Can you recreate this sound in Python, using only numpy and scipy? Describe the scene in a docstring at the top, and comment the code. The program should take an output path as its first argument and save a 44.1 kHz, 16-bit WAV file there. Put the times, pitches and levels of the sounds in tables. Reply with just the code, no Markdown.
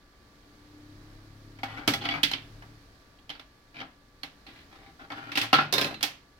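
"""A coin is pushed twice into a coin acceptor mounted in a box on a desk, close to a two-port microphone.
First it scrapes through the slot, drops to the return tray and is fished out; then it falls on through the box.
Each touch sums a noise crack, a damped note, decaying modes of the metal, a casing ring and a small room's tail;
slides are trains of such touches. Shaped noise makes the air and fan, wavering sines the electronics' whine,
and a stack of partials with a resonant boom the low drone that swells, holds and fades."""
import sys
import numpy as np
from scipy import signal
from scipy.fft import rfft, irfft, next_fast_len
from scipy.io import wavfile
from scipy.ndimage import uniform_filter1d

SR = 44100
rng = np.random.default_rng(int(sys.argv[2]) if len(sys.argv) > 2 else 0)


def log_audio(samples):
    """Write samples as a 16-bit WAV file to the path given in sys.argv[1]."""
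    # one column per channel
    frames = np.atleast_2d(samples).T
    # limit to full scale, then quantise
    limited = np.clip(frames, -1, 1)
    pcm = np.round(limited * 32767).astype(np.int16)
    wavfile.write(sys.argv[1], SR, pcm)


N = 282194
RING_SIZE = SR // 2  # half a second of samples for each ring

# Edges of the four registers thump, box, clink and tick [Hz].
REGISTERS = [90, 450, 1800, 6500, 16000]
# Modes of the acceptor and its face plate. Each row: frequency in Hz, relative strength in dB, t60 in s.
SLOT_MODES = [(112.2, -8, 0.52), (155.5, -8, .4), (264.8, 1, 0.19), (293, 3.5, 0.14), (690, -8, 0.2),
              (781, -7, 0.052), (792.6, 0.5, 0.16), (1326, -11, 0.26), (1317, -7.5, 0.112),
              (1412, -6.5, 0.14), (1975, -4.5, 0.052), (2227, 3, 0.13), (2290, -7, 0.064),
              (2520, -11, 0.18), (3020, -1.5, 0.097), (3073, 3, 0.087), (3380, 5.5, 0.13),
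              (3926, -28, 0.54), (4720, -3, 0.16), (5300, -12.5, 0.072)]
# Modes of the box floor. Each row: frequency in Hz, relative strength in dB, t60 in s.
BOX_MODES = [(124.4, -14, 0.96), (147.7, -11.5, .6), (268, 4.5, 0.038), (780, 8.5, 0.027), (765, -4, 0.26),
             (814, -7, 0.19), (1065, 2.5, 0.033), (1308, 4.5, 0.14), (1370, 2, 0.14), (1432, -4, 0.27),
             (1514, -14, 0.34), (1680, -7, 0.28), (2523, -1.5, 0.31), (2670, -7, .16), (2650, -7, 0.19),
             (4390, -1.5, .18)]
# Modes of the metal the coin tumbles over in the box. Each row: frequency in Hz, relative strength in dB, t60 in s.
TUMBLE_MODES = [(156, -13, 0.18), (288, -11.5, 0.22), (406, -8.5, 0.089), (562, -5, 0.052),
                (696, -2, 0.089), (1040, -5, 0.17), (2620, -1, 0.34), (3650, 9.5, 0.3), (3743, 9, 0.074),
                (4080, 7.5, 0.23), (4210, 1, 0.11), (5070, -0.5, 0.13), (5300, -23, 0.099)]
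# What the coin can touch. Each name: modes, thump over clink in dB, crack share in dB before a common trim,
# ring share in dB before a common trim (knocks only), left minus right in dB (knocks only),
# tick over clink of a slide in dB.
SURFACES = {"slot": (SLOT_MODES, -9.5, 2, 3, -1, -13.5), "gate": (SLOT_MODES, -3.5, 0.5, -0.92, -1.1, -15),
            "chute": (SLOT_MODES, -12, 5.8, 11, 0, -19.5), "runway": (SLOT_MODES, -9.5, 0, -2.3, 0.93, -15),
            "tray": (SLOT_MODES, -11, 8.1, -1, -1, -22), "floor": (BOX_MODES, -10, 3.2, 3.8, -0.8, -15),
            "tumble": (TUMBLE_MODES, -8, 6.7, 6.7, -2.2, -4),
            "catch": (SLOT_MODES, -15.5, 6.6, -2.3, -0.6, -15)}


def undb(db):
    """Decibels to gain."""
    return 10 ** (np.asarray(db) / 20)


def on_log(hz, points):
    """Read (Hz, value) points on a log-frequency axis."""
    point_hz, value = np.transpose(points)
    return np.interp(np.log(np.maximum(hz, 1)), np.log(point_hz), value)


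def unit(x):
    """Scale to a mean energy of one per channel."""
    return x / np.sqrt(np.mean(np.sum(x ** 2, axis=-1)))


def band(x, lo_hz, hi_hz):
    """Causal band-pass."""
    return signal.sosfilt(signal.butter(3, [lo_hz, hi_hz], "band", fs=SR, output="sos"), x)


def fade(t, t60):
    """Exponential decay, 60 dB down after t60 seconds."""
    return np.exp(-np.log(1000) * t / t60)


def through(x, response):
    """Convolve along time."""
    size = x.shape[-1] + response.shape[-1]
    fft_size = next_fast_len(size)
    return irfft(rfft(x, fft_size) * rfft(response, fft_size), fft_size)[..., :size]


def tint(x, points, size=4096):
    """Causal minimum-phase filter through (Hz, dB) points, from the folded cepstrum."""
    gain = undb(on_log(np.fft.rfftfreq(size, 1 / SR), points))
    cepstrum = irfft(np.log(gain))
    cepstrum[1:size // 2] *= 2
    cepstrum[size // 2 + 1:] = 0
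    response = irfft(np.exp(rfft(cepstrum)))
    return through(x, response)[..., :x.shape[-1]]


def add(out, s, sound):
    """Mix a sound in at time s."""
    start = int(s * SR)
    out[:, start:start + sound.shape[-1]] += sound[:, :N - start]


def walk(rate):
    """Slow random drift around zero: held draws, rate per second, smoothed twice."""
    hold = int(SR / rate)
    steps = np.repeat(rng.standard_normal(N // hold + 1), hold)
    smooth = uniform_filter1d(uniform_filter1d(steps, hold), hold)
    return 1.3 * smooth[:N]  # brings the spread back near one


def diffuse(size, apart_hz=1300):
    """Noise from all sides at two ports: alike in the bass, unrelated in the treble."""
    mid, side = rfft(rng.standard_normal((2, size)))
    alike = .98 * np.sinc(np.fft.rfftfreq(size, 1 / SR) / apart_hz)
    left_right = np.array([[1], [-1]])
    return irfft(mid * np.sqrt(1 + alike) + side * np.sqrt(1 - alike) * left_right, size)


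def background(whine_waver=0.00284):
    """Soft air and fan noise under the wavering tones of the electronics."""
    # Room air and cooling fan. Each row: frequency in Hz, relative density in dB per Hz.
    air_colour = [(20,-8), (38,0), (70,-4), (150,-10), (300,-10), (500,-14.5), (900,-18.5), (1700,-18),
                  (2700,-23), (4400,-17), (6000,-24.5), (8000,-31.5), (15000,-36)]
    # Strength of that air. Each row: time in seconds, level in dB.
    air_strength = [(0, -59), (1, -55.5), (2.6, -54), (3.201, -58), (4.1, -60.5), (4.6, -56), (6.4, -59)]
    # Steady tones of the electronics. Each row: mean frequency in Hz, RMS level in dB.
    whine_tones = [(59.5, -87), (285, -71.5), (1163, -74), (1701, -78.5)]
    air_db = np.interp(np.arange(N) / SR, *np.transpose(air_strength)) + .4 * walk(5)
    air = unit(tint(diffuse(N), air_colour)) * np.sqrt(N) * undb(air_db)
    tones = 0
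    for hz, db in whine_tones:
        phase = 2 * np.pi * np.cumsum(hz * (1 + whine_waver * walk(29.51))) / SR
        tones = tones + undb(db) * np.sin(phase)
    return air + np.sqrt(2) * tones  # sine amplitude from RMS


def drone(waver=0.0073, flutter_db=1.5):
    """A low drone, like an engine beyond the wall; partials near a room resonance boom."""
    # The drone's partials. Each row: multiple of the cycle rate, level against the drone in dB.
    partials = [(1, -8.5), (2, -41.5), (3, -3.5), (4, -12.5), (5, -19.5)]
    start_hz, climb_hz_per_s, top_hz = 31.34, 2.55, 36.4
    level_top_db, hold_from_s, hold_to_s = -51, 0.96, 2.746
    swell_db_per_s, drop_db, drop_s, fade_db_per_s = 36, 15.5, 0.26, 4
    resonance_hz, resonance_width_hz = 298.3, 10.1
    boom_over_drone_db, boom_fall_db_per_hz = 6.5, 2.6
    t = np.arange(N) / SR
    # the cycle rate climbs evenly to a steady speed
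    hz = np.minimum(start_hz + climb_hz_per_s * t, top_hz)
    phase = 2 * np.pi * np.cumsum(hz * (1 + waver * walk(24.93))) / SR
    # it swells, holds under load, then drops and dies away
    early, late = np.maximum(hold_from_s - t, 0), np.maximum(t - hold_to_s, 0)
    drop = drop_db * np.minimum(late / drop_s, 1)
    level_db = level_top_db - swell_db_per_s * early - drop - fade_db_per_s * late
    low = sum(undb(level_db + db + flutter_db * walk(26.86)) * np.sin(round(k) * phase) for k, db in partials)
    # the boom's share shrinks as the drone speeds up
    boom_db = level_db + boom_over_drone_db - boom_fall_db_per_hz * (hz - start_hz)
    boom = 0
    for k in range(7, 12):
        detuning = 2 * (k * hz - resonance_hz) / resonance_width_hz
        boom = boom + np.sin(k * phase) / np.hypot(1, detuning)
    return np.sqrt(2) * (low + undb(boom_db + flutter_db * walk(12)) * boom)


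def room(build_s=0.0047):
    """The small room's tail: it builds up quickly and the treble dies first."""
    # Decay of the room. Each row: frequency in Hz, t60 in s.
    room_decay = [(100, 0.9), (500, 0.37), (3000, 0.32), (14000, 0.21)]
    t, noise = np.arange(RING_SIZE) / SR, diffuse(RING_SIZE)
    edges = np.geomspace(60, 17000, 8)
    tail = 0
    for lo, hi in zip(edges, edges[1:]):
        t60 = on_log(np.sqrt(lo * hi), room_decay)
        tail = tail + band(noise, lo, hi) * fade(t, t60)
    return unit(tail * (1 - np.exp(-t / build_s)))


def vibrations(table):
    """Frequencies and decaying waves of an object's modes, at equal energy before their strengths."""
    t = np.arange(RING_SIZE) / SR
    hz, db, t60 = np.transpose(table)[..., None]
    waves = undb(db) * np.exp(2j * np.pi * hz * t) * fade(t, t60) / np.sqrt(t60)
    return hz[:, 0], waves


def ring(modes, scatter_db=4.0, apart_hz=2500):
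    """Every point of impact drives the modes with other strengths; high modes reach the ports out of step."""
    hz, waves = modes
    size, turn, skew = rng.standard_normal((len(hz), 3)).T
    skew = skew * np.minimum(hz / apart_hz, 1) * np.array([[1], [-1]])
    drive = undb(scatter_db * size) * np.exp(1j * (np.pi * turn + skew))
    return unit(np.imag(drive @ waves))


def contact(modes, pitch_hz, crack_db, ring_db, press_s=0.00038, crack_t60=0.025, pitch_t60=0.038,
            casing_t60=0.12, lag_s=0.00022, damping_db=6):
    """One touch of the coin: a crack, a damped note, the casing's dense ring, the clear modes and the room."""
    # Broad colour of a contact. Each row: frequency in Hz, relative density in dB per Hz.
    contact_colour = [(110, -3.5), (280, -2), (450, -1), (800, 5), (1400, 5), (1900, 8), (2500, 11.5),
                      (3200, 14.5), (4300, 13), (5500, 4), (7000, -11), (9000, -14.5), (12000, -13),
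                      (15000, -17)]
    t = np.arange(RING_SIZE) / SR
    crack = unit(rng.standard_normal(RING_SIZE) * fade(t, crack_t60))
    note = unit(np.sin(2 * np.pi * pitch_hz * t) * fade(t, pitch_t60))
    direct = tint(crack, contact_colour) + undb(5.5) * note
    # the direct sound reaches the left port a moment later
    direct = np.array([np.interp(t - lag_s, t, direct, left=0), direct])
    # casing and walls soak up the highest treble
    casing = unit(diffuse(RING_SIZE) * fade(t, casing_t60))
    damped = [(hz, db - damping_db * np.tanh((hz / REGISTERS[3]) ** 2)) for hz, db in contact_colour]
    spread = tint(undb(6.5) * casing + undb(1.0) * room(), damped)
    sound = undb(crack_db - 2.5) * direct + spread + undb(ring_db + 6.0) * ring(modes)
    return sound * (1 - np.exp(-t / press_s))  # a longer press softens the onset


def weigh(sound, levels_db, seconds):
    """Give each register its strength over the first seconds: hard corners tick, flat blows thump."""
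    out = 0
    for lo, hi, db in zip(REGISTERS, REGISTERS[1:], levels_db):
        part = band(sound, lo, hi)
        rms = np.sqrt(np.mean(part[:, :int(seconds * SR)] ** 2))
        out = out + part * undb(db) / rms
    return out


def register_levels(level_db, thump_db, weight_db, hardness_db):
    """Levels of thump, box, clink and tick in dB: a heavier contact also thumps more."""
    thump_per_weight = 0.59  # dB per dB of weight
    return level_db + np.array([thump_db + thump_per_weight * weight_db, weight_db, 0, hardness_db])


def surface_at(s):
    """The name of the surface that the coin has reached at time s."""
    # The coin's route. First the gate turns it down the return chute to the tray; the second time it takes
    # the runway, falls on the box floor, tumbles and meets a small metal catch.
    # Each row: start in seconds, surface name.
    route = [(0, "slot"), (1.85, "gate"), (1.9, "chute"), (2.2, "tray"), (4.4, "slot"), (5.3, "runway"),
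             (5.5, "floor"), (5.7, "tumble"), (6.0, "catch")]
    return [name for start, name in route if start <= s][-1]


def slides(parts, slide_db=-3.5, slips_per_s=520, slip_scatter_db=5.0, edge_s=0.0048, rumble_db=5):
    """The rim catches and slips many times while its pressure swells or eases; it rumbles more than a knock."""
    # The coin sliding or rattling along metal. Each row: start in seconds, end in seconds, clink level in dB
    # before a common trim, contact pitch in Hz, weight (box over clink) in dB, swell by the end in dB.
    slide_list = [(1.68,1.777,-44.5,2230,1,-2), (1.765,1.876,-46,2230,4,-14),
                  (2.009,2.065,-32,3400,-5.5,10), (2.112,2.189,-34,2270,1.5,-2.5),
                  (3.74,3.798,-42,2400,-5.5,10), (3.796,3.82,-37,3150,-5.5,-1),
                  (4.469,4.638,-51,3450,-7.5,-7), (4.711,4.77,-53.5,2390,-0.5,-2),
                  (4.78,4.901,-56,2260,1,-1), (4.99,5.052,-52,1460,4.5,4), (5.14,5.32,-46,1434,3,0.5),
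                  (5.594,5.66,-37.5,1520,1.5,-19), (5.745,5.883,-31.5,3690,-3,-10.5),
                  (5.876,5.948,-51,765,7.5,10)]
    out, t = np.zeros((2, N)), np.arange(RING_SIZE) / SR
    for start, end, level_db, pitch_hz, weight_db, swell_db in slide_list:
        name = surface_at(start)
        _, thump_db, crack_db, _, _, hardness_db = SURFACES[name]
        when, size = rng.random(RING_SIZE), rng.standard_normal(RING_SIZE)
        held = np.clip(np.minimum(t + edge_s / 2, end - start - t) / edge_s, 0, 1)
        pressure = held * undb(swell_db * np.minimum(t / (end - start), 1))
        kicks = np.sign(size) * undb(slip_scatter_db * np.abs(size))
        slips = (when < slips_per_s / SR) * kicks * pressure
        scrape = through(slips, contact(parts[name], pitch_hz, crack_db, ring_db=0.0))
        levels_db = register_levels(level_db, thump_db + rumble_db, weight_db, hardness_db)
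        left_right_db = np.array([[1.5], [0]])
        add(out, start, weigh(scrape, levels_db, end - start) * undb(slide_db + left_right_db))
    return out


def knocks(parts, knock_db=-0.46, press_s=0.0006, softening=0.25):
    """Each knock rings the part that the coin has reached; a soft one, with little tick, presses for longer."""
    # The coin's knocks. Each row: start in seconds, clink level in dB before a common trim, contact pitch in Hz,
    # weight (box over clink) in dB, hardness (tick over clink) in dB.
    knock_list = [(1.587,-52.5,2390,0.5,-14), (1.632,-32.5,2180,2,-12), (1.876,-17,3340,-7.5,-5.5),
                  (1.936,-23,4050,-9.5,-5.5), (2.053,-29.5,2570,-3,-17), (2.087,-26,2820,-7,-20),
                  (2.109,-29.5,2210,-9.5,-23), (2.2315,-18,3020,-25,-7.5), (2.234,-16,3350,-18.5,-14.5),
                  (2.3132,-29,4100,-10,-8.5), (2.3337,-24.5,3114,-15,-21.5), (2.622,-53.5,2960,4.5,-11),
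                  (3.187,-59,3270,-15.5,-20), (3.293,-38.5,3200,-12,-16), (3.3005,-33,3110,-12,-19),
                  (3.351,-50,4500,-2.5,-14.5), (3.395,-43.5,3510,-7,-12), (3.812,-43.5,2220,3.5,-20),
                  (4.2324,-32,4310,-10,-8.5), (4.465,-45.5,4240,-8,-14.5), (5.102,-43.5,3080,5,-12),
                  (5.119,-39.5,3530,0.5,-15), (5.317,-35,2550,-7,-13), (5.354,-27,2710,-12,-11),
                  (5.373,-20.5,2710,-9.5,-8.5), (5.413,-24,2660,-17,-8), (5.43,-35,3300,-1.5,-4),
                  (5.5291,-15.5,2820,-1,-12.5), (5.54,-19,4280,-1.5,-23), (5.549,-26.5,1370,2,-21),
                  (5.585,-25.5,1780,6.5,-27), (5.725,-20.5,3740,-11,-1), (5.737,-19.5,3660,-10,-2),
                  (5.78,-19,4030,-9.5,-7.5), (5.812,-19.5,3740,-13,-6), (5.844,-25.5,2590,-8,-11),
                  (5.907,-42.5,2530,4,-13), (5.942,-37.5,2770,-10,-15), (6.008,-39,2790,-5.5,-9),
                  (6.028,-21,3200,-13.5,0), (6.036,-24.5,3320,-10.5,-18)]
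    out = np.zeros((2, N))
    for s, level_db, pitch_hz, weight_db, hardness_db in knock_list:
        name = surface_at(s)
        _, thump_db, crack_db, ring_db, pan_db, _ = SURFACES[name]
        soft_press_s = press_s * undb(-softening * hardness_db)
        knock = contact(parts[name], pitch_hz, crack_db, ring_db, soft_press_s)
        levels_db = register_levels(level_db, thump_db, weight_db, hardness_db)
        left_right_db = np.array([[pan_db], [0]])
        add(out, s, weigh(knock, levels_db, .018) * undb(knock_db + left_right_db))
    return out


def coin():
    """The coin's way through slot and box: knocks and slides ring the modes of what it touches."""
    parts = {name: vibrations(surface[0]) for name, surface in SURFACES.items()}
    return knocks(parts) + slides(parts)


def scene():
    """The coin over the drone and the quiet of the room."""
    return coin() + drone() + background()


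def record(dry):
    """Two microphone ports: the left is duller around 4 kHz, and the top of both is cut."""
    # The left port's response against the right. Each row: frequency in Hz, gain in dB.
    left_response = [(100, 1.37), (350, 1.7), (700, 2), (1300, 2.5), (2300, 2), (3200, -5), (4300, -16),
                     (6000, -13.5), (8000, -6.5), (12000, -2.5), (15000, -2)]
    top_hz = 15900
    ports = np.array([tint(dry[0], left_response), dry[1]])
    return signal.sosfilt(signal.ellip(8, .2, 70, top_hz, fs=SR, output="sos"), ports)


dry = scene()
out = record(dry)
log_audio(out)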